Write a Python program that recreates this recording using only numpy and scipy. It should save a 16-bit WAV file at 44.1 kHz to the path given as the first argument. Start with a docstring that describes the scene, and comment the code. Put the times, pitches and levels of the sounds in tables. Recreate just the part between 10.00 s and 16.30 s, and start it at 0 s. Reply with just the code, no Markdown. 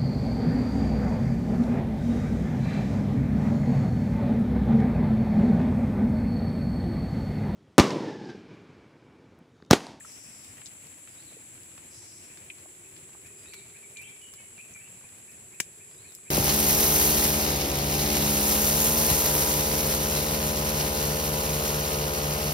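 """Faint ticks and one sharp crack come from a small stick fire close by, on the ground in a forest clearing.
Insects drone high above a low outdoor rumble, a soft hum climbs, and far birds whistle among the trees.
The fire is short noise bursts through wood resonances; the birds are wavering near-sine notes blurred by echoes.
Insects, air and hum are shaped noise, and the dull bass bumps are short swelling sines."""
import sys
import numpy as np
from scipy import signal
from scipy.fft import rfft, irfft
from scipy.io import wavfile
from scipy.ndimage import uniform_filter1d

SR = 44100
rng = np.random.default_rng(int(sys.argv[2]) if len(sys.argv) > 2 else 0)


def inscribe(sig):
    """Save sig as 16-bit PCM at rate SR to the path in sys.argv[1].

    A 1-D sig is mono; a 2-D sig holds one channel per row.
    Samples are clipped to [-1, 1] before scaling.
    """
    pcm = np.round(np.clip(np.atleast_2d(sig).T, -1, 1) * 32767)
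    wavfile.write(sys.argv[1], SR, pcm.astype(np.int16))


N = 277962  # length in samples

# The fire's clear pops. Each row: start in seconds, onset level in dB, centre in Hz, width in octaves.
TICK_EVENTS = [(0.119, -43.5, 6400, 1.3), (.445, -44, 4500, 1.3), (0.58, -48.5, 1860, 0.53),
               (0.615, -43.5, 1800, 0.77), (.658, -37.5, 5330, 0.52), (.666, -39, 5400, 0.55),
               (.869, -48, 6000, .8), (1.074, -46, 1910, 0.58), (1.319, -47.5, 535, 0.3),
               (1.366, -44, 430, 0.32), (1.577, -50.5, 1492, 1.3), (1.633, -47, 8000, .9),
               (1.778, -45, 1502, 1.4), (2.373, -44.5, 2810, 0.95), (2.657, -45, 560, 0.8),
               (2.964, -45.5, 3000, 1.05), (3.147, -48.5, 930, 0.45), (3.536, -38, 3000, 1.4),
               (3.542, -40, 4500, 3.8), (3.969, -41, 3200, 0.42), (3.971, -39, 7040, 0.12),
               (4.017, -44, 9000, 0.92), (4.337, -40.5, 5000, 2.1), (4.736, -45.5, 6270, 0.089),
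               (4.76, -48, 1710, 0.42), (5.316, -49, 7900, 1.1), (6.123, -46, 6955, 1.23),
               (6.15, -35.5, 8750, 0.81)]
TICK_DECAY_S = 0.0034
# Pops that make a stick ring. Each row: start in seconds, peak level in dB, pitch in Hz, rise time in seconds.
KNOCK_EVENTS = [(.007, -45, 1780, 0.0015), (0.047, -44, 1310, 0.0023), (2.5005, -34, 2500, .002)]
KNOCK_SNAP_DB, KNOCK_SNAP_OCTAVES = -2.5, 0.33  # the snap that sets the ring off, relative to it
EMBER_FLOOR_DB, EMBER_RANGE_DB, EMBERS_PER_S = -59, 8.6, 24  # the tiniest ticks

# A stick splits in quick stages. Each row: start in seconds, onset level in dB, decay time in seconds.
CRACK_STAGES = [(5.6014, -14, 0.0013), (5.6036, -17, 0.0022)]
# The crack's tone colour. Each row: frequency in Hz, gain in dB before levelling.
CRACK_SPECTRUM = [(60, -21), (200, -8), (450, -18.5), (700, -16.5), (1050, -11), (1400, -11), (1700, 0),
                  (2000, -4), (2350, 0.5), (2900, -3.5), (4100, -13.5), (5500, -8), (7200, -1.5),
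                  (9000, -10.5), (10200, -6), (12600, -20.5), (14500, -14)]
# Where the crack sits. Each row: frequency in Hz, left minus right in dB.
CRACK_BALANCE = [(300, 4), (1800, -3), (3000, 8), (5000, 3), (6700, 10), (9000, 1), (15000, 6)]
# How alike the crack is in both ears. Each row: frequency in Hz, likeness from -1 to 1.
CRACK_LIKENESS = [(300, 1), (800, 0.69), (1600, -0.61), (2500, 0.3), (5000, -0.26), (9000, 0.19)]
# The stick's recoil. Each row: start in seconds, level in dB before the swell, pitch in Hz, decay time in seconds.
RECOIL_THUDS = [(5.601, -33, 172, .0025), (5.601, -32, 350, .0014)]

# One bird's phrase, a thin high note and then an arched whistle.
# Each row: start in seconds, level in dB before distance. All bird levels are given before distance.
PHRASE_EVENTS = [(1.075, -64), (3.367, -61.5), (5.875, -66.5)]
LEAD_HZ, LEAD_S, LEAD_DB = 4930, 0.086, -5.5  # the thin note; its level is relative to the arch
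ARCH_AFTER_S, ARCH_S, ARCH_FOOT_HZ, ARCH_TOP_HZ = 0.085, 0.15, 3470, 4550
PHRASE_WAVER = 0.022  # share of the pitch
# Long rasps that sag and fade.
# Each row: start in seconds, length in seconds, starting level in dB, waver as a share of the pitch.
RASP_EVENTS = [(0.019, 0.53, -54, 0.091), (1.878, 0.43, -54.5, .13)]
RASP_HZ, RASP_SAG_HZ_PER_S, RASP_FADE_DB_PER_S = 5890, 1200, 23
RASP_EDGE_S = 0.06  # soft swell at each end
# Lower slurred whistles. Each row: start in seconds, length in seconds, first pitch in Hz, last pitch in Hz,
# mid-note level in dB, waver as a share of the pitch.
SLUR_EVENTS = [(3.523, 0.028, 2384, 2258, -51, .025), (3.581, 0.072, 2350, 2310, -63, .03),
               (3.826, 0.026, 2367, 2210, -56, 0.027), (3.958, 0.052, 2403, 2333, -48.5, 0.034),
               (4.005, 0.04, 2420, 2876, -52, .035), (4.032, 0.053, 2880, 3390, -57, .05),
               (4.042, 0.072, 2425, 2322, -54.5, 0.032), (4.21, .11, 2953, 2915, -56.5, 0.023),
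               (4.357, .07, 2994, 2980, -64, .03), (4.373, 0.063, 2257, 2165, -60, .03),
               (4.562, 0.027, 2860, 2590, -61, .035), (4.579, 0.035, 2295, 2705, -49.5, .018),
               (4.746, 0.034, 2400, 2255, -51, 0.03), (4.838, 0.038, 2450, 2970, -57.5, .03)]
SLUR_TAPER, SLUR_FADE_DB_PER_S = 0.14, 60  # taper: tapered share of the note
# A far bird's repeated chirps. Each row: start in seconds, level in dB.
CHIRP_EVENTS = [(.225, -65), (1.314, -66), (2.274, -60), (2.82, -64), (3.229, -58), (3.425, -60),
                (3.73, -58.5), (4.365, -60.5), (4.784, -60.5), (5.02, -61), (5.262, -61), (5.512, -59.5),
                (5.782, -61), (6.025, -59), (6.246, -59)]
# The contour of one chirp. Each row: seconds after the start, pitch in Hz, level in dB.
CHIRP_CONTOUR = [(0, 1991, -17.5), (.018, 2305, -0.5), (0.034, 2562, 3.5), (.06, 2582, -18)]
CHIRP_PITCH_SPREAD, CHIRP_WAVER = 0.019, 0.03  # shares of the pitch
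CHIRP_LOW_SHARE, CHIRP_LOW_DB = 0.74, -9  # weaker second voice: share of the pitch, relative level
TRUNKS_T60_S, TRUNKS_DELAY_S = 0.2, 0.004  # nearby trunks blur each note

# The insects' two shrill bands. Each row: frequency in Hz, gain in dB before levelling.
INSECT_SPECTRUM = [(5500, -29.5), (6700, -16.5), (7200, -7), (7500, -2), (7720, -1), (8000, -6),
                   (8600, -19), (9300, -21), (9900, -14.5), (10600, -9.5), (11400, -16.5), (12200, -25),
                   (13000, -70)]
# Their loudness over time. Each row: time in seconds, level in dB.
INSECT_LOUDNESS = [(0, -49), (1.5, -49), (3.1, -49.5), (4.5, -49), (6.3, -49.5)]
# Their sideways drift, on top of the fixed balance. Each row: time in seconds, left minus right in dB.
INSECT_DRIFT = [(0, 1.5), (.8, 0.5), (1.9, -1), (4.5, -2.5), (6.3, -2.3)]

# The outdoor air. Each row: frequency in Hz, gain in dB before levelling.
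AIR_SPECTRUM = [(20, -18), (40, -10), (70, 5), (110, 9.5), (200, 4.5), (350, -1.5), (520, -1.5), (800, -5),
                (1300, -6), (1900, -2.5), (2400, 0.5), (3500, -7.5), (5000, -12.5), (10000, -7),
                (13000, -23), (15000, -9)]
AIR_DB = -55  # before the flicker and the easing of the hiss
HISS_START_DB, HISS_EASE_DB_PER_S = 1.5, 0.77  # the hiss dies down slowly
RUMBLE_FLICKER_DB, HISS_FLICKER_DB = 2.35, 1.3

# A distant hum climbs steadily, then holds its pitch.
HUM_START_HZ, HUM_TOP_HZ, HUM_CLIMB_HZ_PER_S = 254.5, 392, 36
# Its loudness. Each row: time in seconds, level in dB before the trim.
HUM_LOUDNESS = [(0.0, -68), (0.64, -68), (3.46, -64.5), (5.1, -75), (5.4, -68), (6.3, -66.5)]
HUM_TRIM_DB = 2
# Soft low bumps. Each row: start in seconds, level of the swell in dB.
BUMP_EVENTS = [(0.492, -48.5), (1.97, -51), (3.3, -55.5)]

# Likeness of the two ears out in the open. 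Each row: frequency in Hz, likeness from -1 to 1.
OPEN_LIKENESS = [(30, 0.34), (70, 0.89), (130, 1), (380, 0.86), (700, 0.67), (1300, 0), (2400, 0),
                 (4400, 0), (15000, 0)]
# Likeness for sounds from the fire. Each row: frequency in Hz, likeness from -1 to 1.
NEAR_LIKENESS = [(100, 0.85), (700, 0.82), (2000, 0.67), (4000, 0), (9000, 0.13)]
# The general stereo balance. Each row: frequency in Hz, left minus right in dB.
BALANCE = [(100, 0), (480, 1.6), (950, 0.2), (1900, 2), (3800, 2), (5000, 2.5), (7500, 3), (10600, -0.2),
           (15000, 4)]
EDGE_HZ = 15600  # top of the recorder's band


def ticks():
    """Gas pops in the wood, ringing knocks and random ember ticks, with a short scattered tail."""
    pops, wood = np.zeros((2, N)), knocks()
    for s, db, hz, octaves in TICK_EVENTS:
        add(pops, s, amp(db) * tick(hz, octaves, TICK_DECAY_S))
    for when, size, pitch in rng.random((int(EMBERS_PER_S * N / SR), 3)):
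        db = EMBER_FLOOR_DB + EMBER_RANGE_DB * size ** 2  # mostly small ones
        ember = tick(700 * 10 ** pitch, octaves=1.53, decay=0.0032)
        add(pops, when * N / SR, amp(db) * ember)
    to_scatter = scattered(amp(-6) * pops + amp(-12) * wood)
    return pops + wood + echoes(to_scatter, t60=0.07, delay=0.004)


def knocks():
    """Pops inside a stick: a small snap, while one note of the wood swells and dies."""
    out, t = np.zeros((2, N)), np.arange(2048) / SR
    for s, db, hz, rise in KNOCK_EVENTS:
        swell = (t / rise) ** 1.5 * np.exp(1.5 * (1 - t / rise))  # peaks at 1
        note = swell * np.sin(2 * np.pi * hz * t)
        add(out, s, amp(db) * note * np.ones((2, 1)))
        add(out, s, amp(db + KNOCK_SNAP_DB) * tick(hz, KNOCK_SNAP_OCTAVES, TICK_DECAY_S))
    return out


def tick(hz, octaves, decay):
    """A pocket of gas bursts and sounds one broad resonance of the wood."""
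    puff = burst(decay)
    resonant = ring(puff, lambda f: -4.3 * (np.log2((f + 1) / hz) / octaves) ** 2)
    return unit(resonant) * puff.std()  # keeps the puff's loudness


def crack():
    """A stick splits and recoils; the wood pile scatters the sound, then the trees answer faintly."""
    out, t = np.zeros((2, N)), np.arange(2048) / SR
    for s, db, decay in CRACK_STAGES:
        add(out, s, amp(db) * snap(decay))
    out = ring(out, lambda f: read(CRACK_SPECTRUM, f))
    for s, db, hz, decay in RECOIL_THUDS:
        swell = np.exp(-t / decay) * t / decay
        add(out, s, amp(db) * swell * np.cos(2 * np.pi * hz * t) * np.ones((2, 1)))
    pile = amp(-7) * echoes(scattered(out, edge_hz=4000), t60=0.03, delay=0.0015)
    trees = amp(-15.5) * echoes(scattered(out, edge_hz=2600), t60=0.14, delay=0.008)
    return out + pile + trees


def snap(decay):
    """A burst of tearing fibres, its energy evened out over all pitches."""
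    puff = burst(decay, CRACK_BALANCE, CRACK_LIKENESS)
    hz = np.fft.rfftfreq(puff.shape[1], 1 / SR)
    power = uniform_filter1d((abs(rfft(puff)) ** 2).sum(0), size=60)
    evened = ring(puff, lambda f: -10 * np.log10(np.interp(f, hz, power)))
    return unit(evened) * puff.std()


def burst(decay, pan=BALANCE, likeness=NEAR_LIKENESS, size=4096):
    """Fibres tearing: noise that starts at once and dies quickly, in uneven spurts."""
    spurts = amp(3 * unit(uniform_filter1d(rng.standard_normal(size), size=24)))
    fade = np.exp(-np.arange(size) / SR / decay)
    return unit(pair(size, pan, likeness) * fade * spurts) * np.sqrt(np.mean(fade ** 2))


def birds():
    """Birds heard mostly by way of the trees; the slurred whistles are nearest."""
    song, chirps, near = songs(), chirping(), slurs()
    direct = amp(-5) * song + amp(-3) * (chirps + near)
    trunks = amp(-1.0) * echoes(song + chirps + near, t60=TRUNKS_T60_S, delay=TRUNKS_DELAY_S)
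    forest = amp(-3.0) * echoes(song + amp(1.5) * chirps + near, t60=1.0, delay=0.01)
    return (direct + trunks + forest) * amp([[1], [-1]])  # 2 dB stronger on the left


def slurs():
    """Short hoarse gliding whistles that start firmly and fade."""
    out = np.zeros((2, N))
    for s, length, first_hz, last_hz, db, waver in SLUR_EVENTS:
        t = np.arange(0, length, 1 / SR)
        note = whistle(np.linspace(first_hz, last_hz, len(t)), waver, SLUR_TAPER)
        add(out, s, amp(db - SLUR_FADE_DB_PER_S * (t - length / 2)) * note)
    return out


def songs():
    """One bird's repeated phrase and another's long rasps, as wavering pitch curves."""
    out = np.zeros((2, N))
    arch = 1 - abs(np.linspace(-1, 1, int(ARCH_S * SR))) ** 1.3
    arch_hz = ARCH_FOOT_HZ + (ARCH_TOP_HZ - ARCH_FOOT_HZ) * arch
    lead_hz = np.full(int(LEAD_S * SR), LEAD_HZ)
    for s, db in PHRASE_EVENTS:
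        add(out, s, amp(db + LEAD_DB) * whistle(lead_hz, PHRASE_WAVER))
        add(out, s + ARCH_AFTER_S, amp(db) * whistle(arch_hz, PHRASE_WAVER))
    for s, length, db, waver in RASP_EVENTS:
        t = np.arange(0, length, 1 / SR)
        rasp = whistle(RASP_HZ - RASP_SAG_HZ_PER_S * t, waver, taper=2 * RASP_EDGE_S / length)
        add(out, s, amp(db - RASP_FADE_DB_PER_S * t) * rasp)
    return out


def chirping():
    """One hoarse, rising, two-voiced chirp, repeated at nearly the same pitch."""
    out = np.zeros((2, N))
    at, contour_hz, contour_db = np.transpose(CHIRP_CONTOUR)
    t = np.arange(0, at[-1], 1 / SR)
    hz = np.interp(t, at, contour_hz)
    swell_db = np.interp(t, at, contour_db)
    for s, db in CHIRP_EVENTS:
        pitch = hz * (1 + CHIRP_PITCH_SPREAD * rng.standard_normal())
        high = whistle(pitch, CHIRP_WAVER)
        low = amp(CHIRP_LOW_DB) * whistle(CHIRP_LOW_SHARE * pitch, CHIRP_WAVER)
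        add(out, s, amp(db + swell_db) * (high + low))
    return out


def whistle(hz, waver, taper=0.16):
    """A near-sine note along a pitch curve; a quick random waver makes it raspy."""
    wobble = unit(uniform_filter1d(rng.standard_normal(len(hz)), size=40))
    tone = np.sin(2 * np.pi * np.cumsum(hz * (1 + waver * wobble)) / SR)
    return unit(tone * signal.windows.tukey(len(hz), taper)) * np.ones((2, 1))


def insects():
    """Many buzzing tymbals blur into two fluttering shrill bands, drifting to the middle as the microphone turns."""
    flutter = unit(uniform_filter1d(rng.standard_normal(N), 130))
    lean_db = np.array([[1], [-1]]) * curve(INSECT_DRIFT) / 2
    drone = shaped(pair(N), INSECT_SPECTRUM)
    return drone * amp(curve(INSECT_LOUDNESS) + 0.6 * flutter + lean_db)


def air():
    """Low outdoor rumble and the soft hiss of fire and leaves, which eases slowly."""
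    wash = amp(AIR_DB) * shaped(pair(N), AIR_SPECTRUM)
    rumble = signal.sosfilt(signal.butter(1, 600, fs=SR, output="sos"), wash)
    hiss = wash - rumble
    flicker = unit(uniform_filter1d(rng.standard_normal(N), 1500))
    hiss_db = HISS_START_DB - HISS_EASE_DB_PER_S * np.arange(N) / SR
    return rumble * amp(RUMBLE_FLICKER_DB * flicker) + hiss * amp(hiss_db + HISS_FLICKER_DB * flicker)


def hum(width_hz=45):
    """A narrow band of noise that follows a climbing pitch: slow noise turned on a carrier."""
    sway = signal.sosfilt(signal.butter(2, width_hz, fs=SR, output="sos"), rng.standard_normal((2, N)))
    hz = np.minimum(HUM_START_HZ + HUM_CLIMB_HZ_PER_S * np.arange(N) / SR, HUM_TOP_HZ)
    turn = 2 * np.pi * np.cumsum(hz) / SR
    band = unit(sway[0] * np.cos(turn) + sway[1] * np.sin(turn))
    return band * amp(HUM_TRIM_DB + curve(HUM_LOUDNESS))


def bumps(hz=110, rise=0.01):
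    """Dull, short swells of bass: a low sine that rises quickly and dies away."""
    out, t = np.zeros((2, N)), np.arange(SR // 5) / SR
    swell = t / rise * np.exp(1 - t / rise)
    for s, db in BUMP_EVENTS:
        add(out, s, amp(db) * swell * np.sin(2 * np.pi * hz * t) * np.ones((2, 1)))
    return out


def scattered(x, edge_hz=1300):
    """The treble that twigs and leaves throw back; the bass passes them by."""
    return signal.sosfilt(signal.butter(2, edge_hz, "high", fs=SR, output="sos"), x)


def echoes(x, t60, delay):
    """Diffuse reflections of unit energy, a decaying noise tail different in each ear."""
    t = np.arange(SR) / SR
    tail = rng.standard_normal((2, SR)) * amp(-60 * t / t60) * (t > delay)
    return signal.oaconvolve(x, unit(tail) / np.sqrt(SR), axes=1)[:, :N]


def ring(x, colour, size=2048):
    """Passes x through a causal minimum-phase filter of unit energy; colour maps Hz to dB."""
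    gain_db = np.maximum(colour(abs(np.fft.fftfreq(size, 1 / SR))), -70)
    log_gain = np.log(amp(gain_db))
    # the Hilbert transform of the log gain gives the minimum phase
    taps = np.fft.ifft(np.exp(np.conj(signal.hilbert(log_gain)))).real[:size // 2]
    return signal.oaconvolve(x, taps[None] / np.linalg.norm(taps), axes=1)[:, :x.shape[1]]


def pair(size, pan=BALANCE, likeness=OPEN_LIKENESS):
    """White noise at two microphone ports, with a balance and a likeness that depend on frequency."""
    hz = np.fft.rfftfreq(size, 1 / SR)
    a, b = rfft(rng.standard_normal((2, size)))
    same = np.clip(read(likeness, hz), -1, 1)
    lean = amp(read(pan, hz) / 2)
    left = a * lean
    right = (same * a + np.sqrt(1 - same ** 2) * b) / lean
    return irfft(np.array([left, right]), size)


def shaped(x, points):
    """Gives a steady sound a spectrum, at rms 1."""
    return unit(irfft(rfft(x) * amp(read(points, np.fft.rfftfreq(N, 1 / SR))), N))


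def amp(db):
    """Decibels to gain."""
    return 10 ** (np.asarray(db) / 20)


def unit(x):
    """Scales to rms 1."""
    return x / np.sqrt(np.mean(x ** 2) + 1e-20)


def read(points, hz):
    """Reads a spectrum table on a log-frequency axis."""
    f, value = np.transpose(points)
    return np.interp(np.log(hz + 1), np.log(f + 1), value)


def curve(rows, axis=1):
    """One column of a time table, for every sample."""
    rows = np.asarray(rows)
    return np.interp(np.arange(N) / SR, rows[:, 0], rows[:, axis])


def add(mix, s, sound):
    """Mixes a stereo sound in at time s, in seconds."""
    part = mix[:, max(round(s * SR), 0):][:, :sound.shape[1]]
    part += sound[:, :part.shape[1]]


def scene():
    """The fire in front, the forest all round."""
    return ticks() + crack() + birds() + insects() + air() + hum() + bumps()


def record(dry):
    """The recorder's band limit: a steep low-pass."""
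    lowpass = signal.firwin(401, EDGE_HZ, window=("kaiser", 8), fs=SR)
    return signal.oaconvolve(dry, lowpass[None], "same")


dry = scene()
out = record(dry)
inscribe(out)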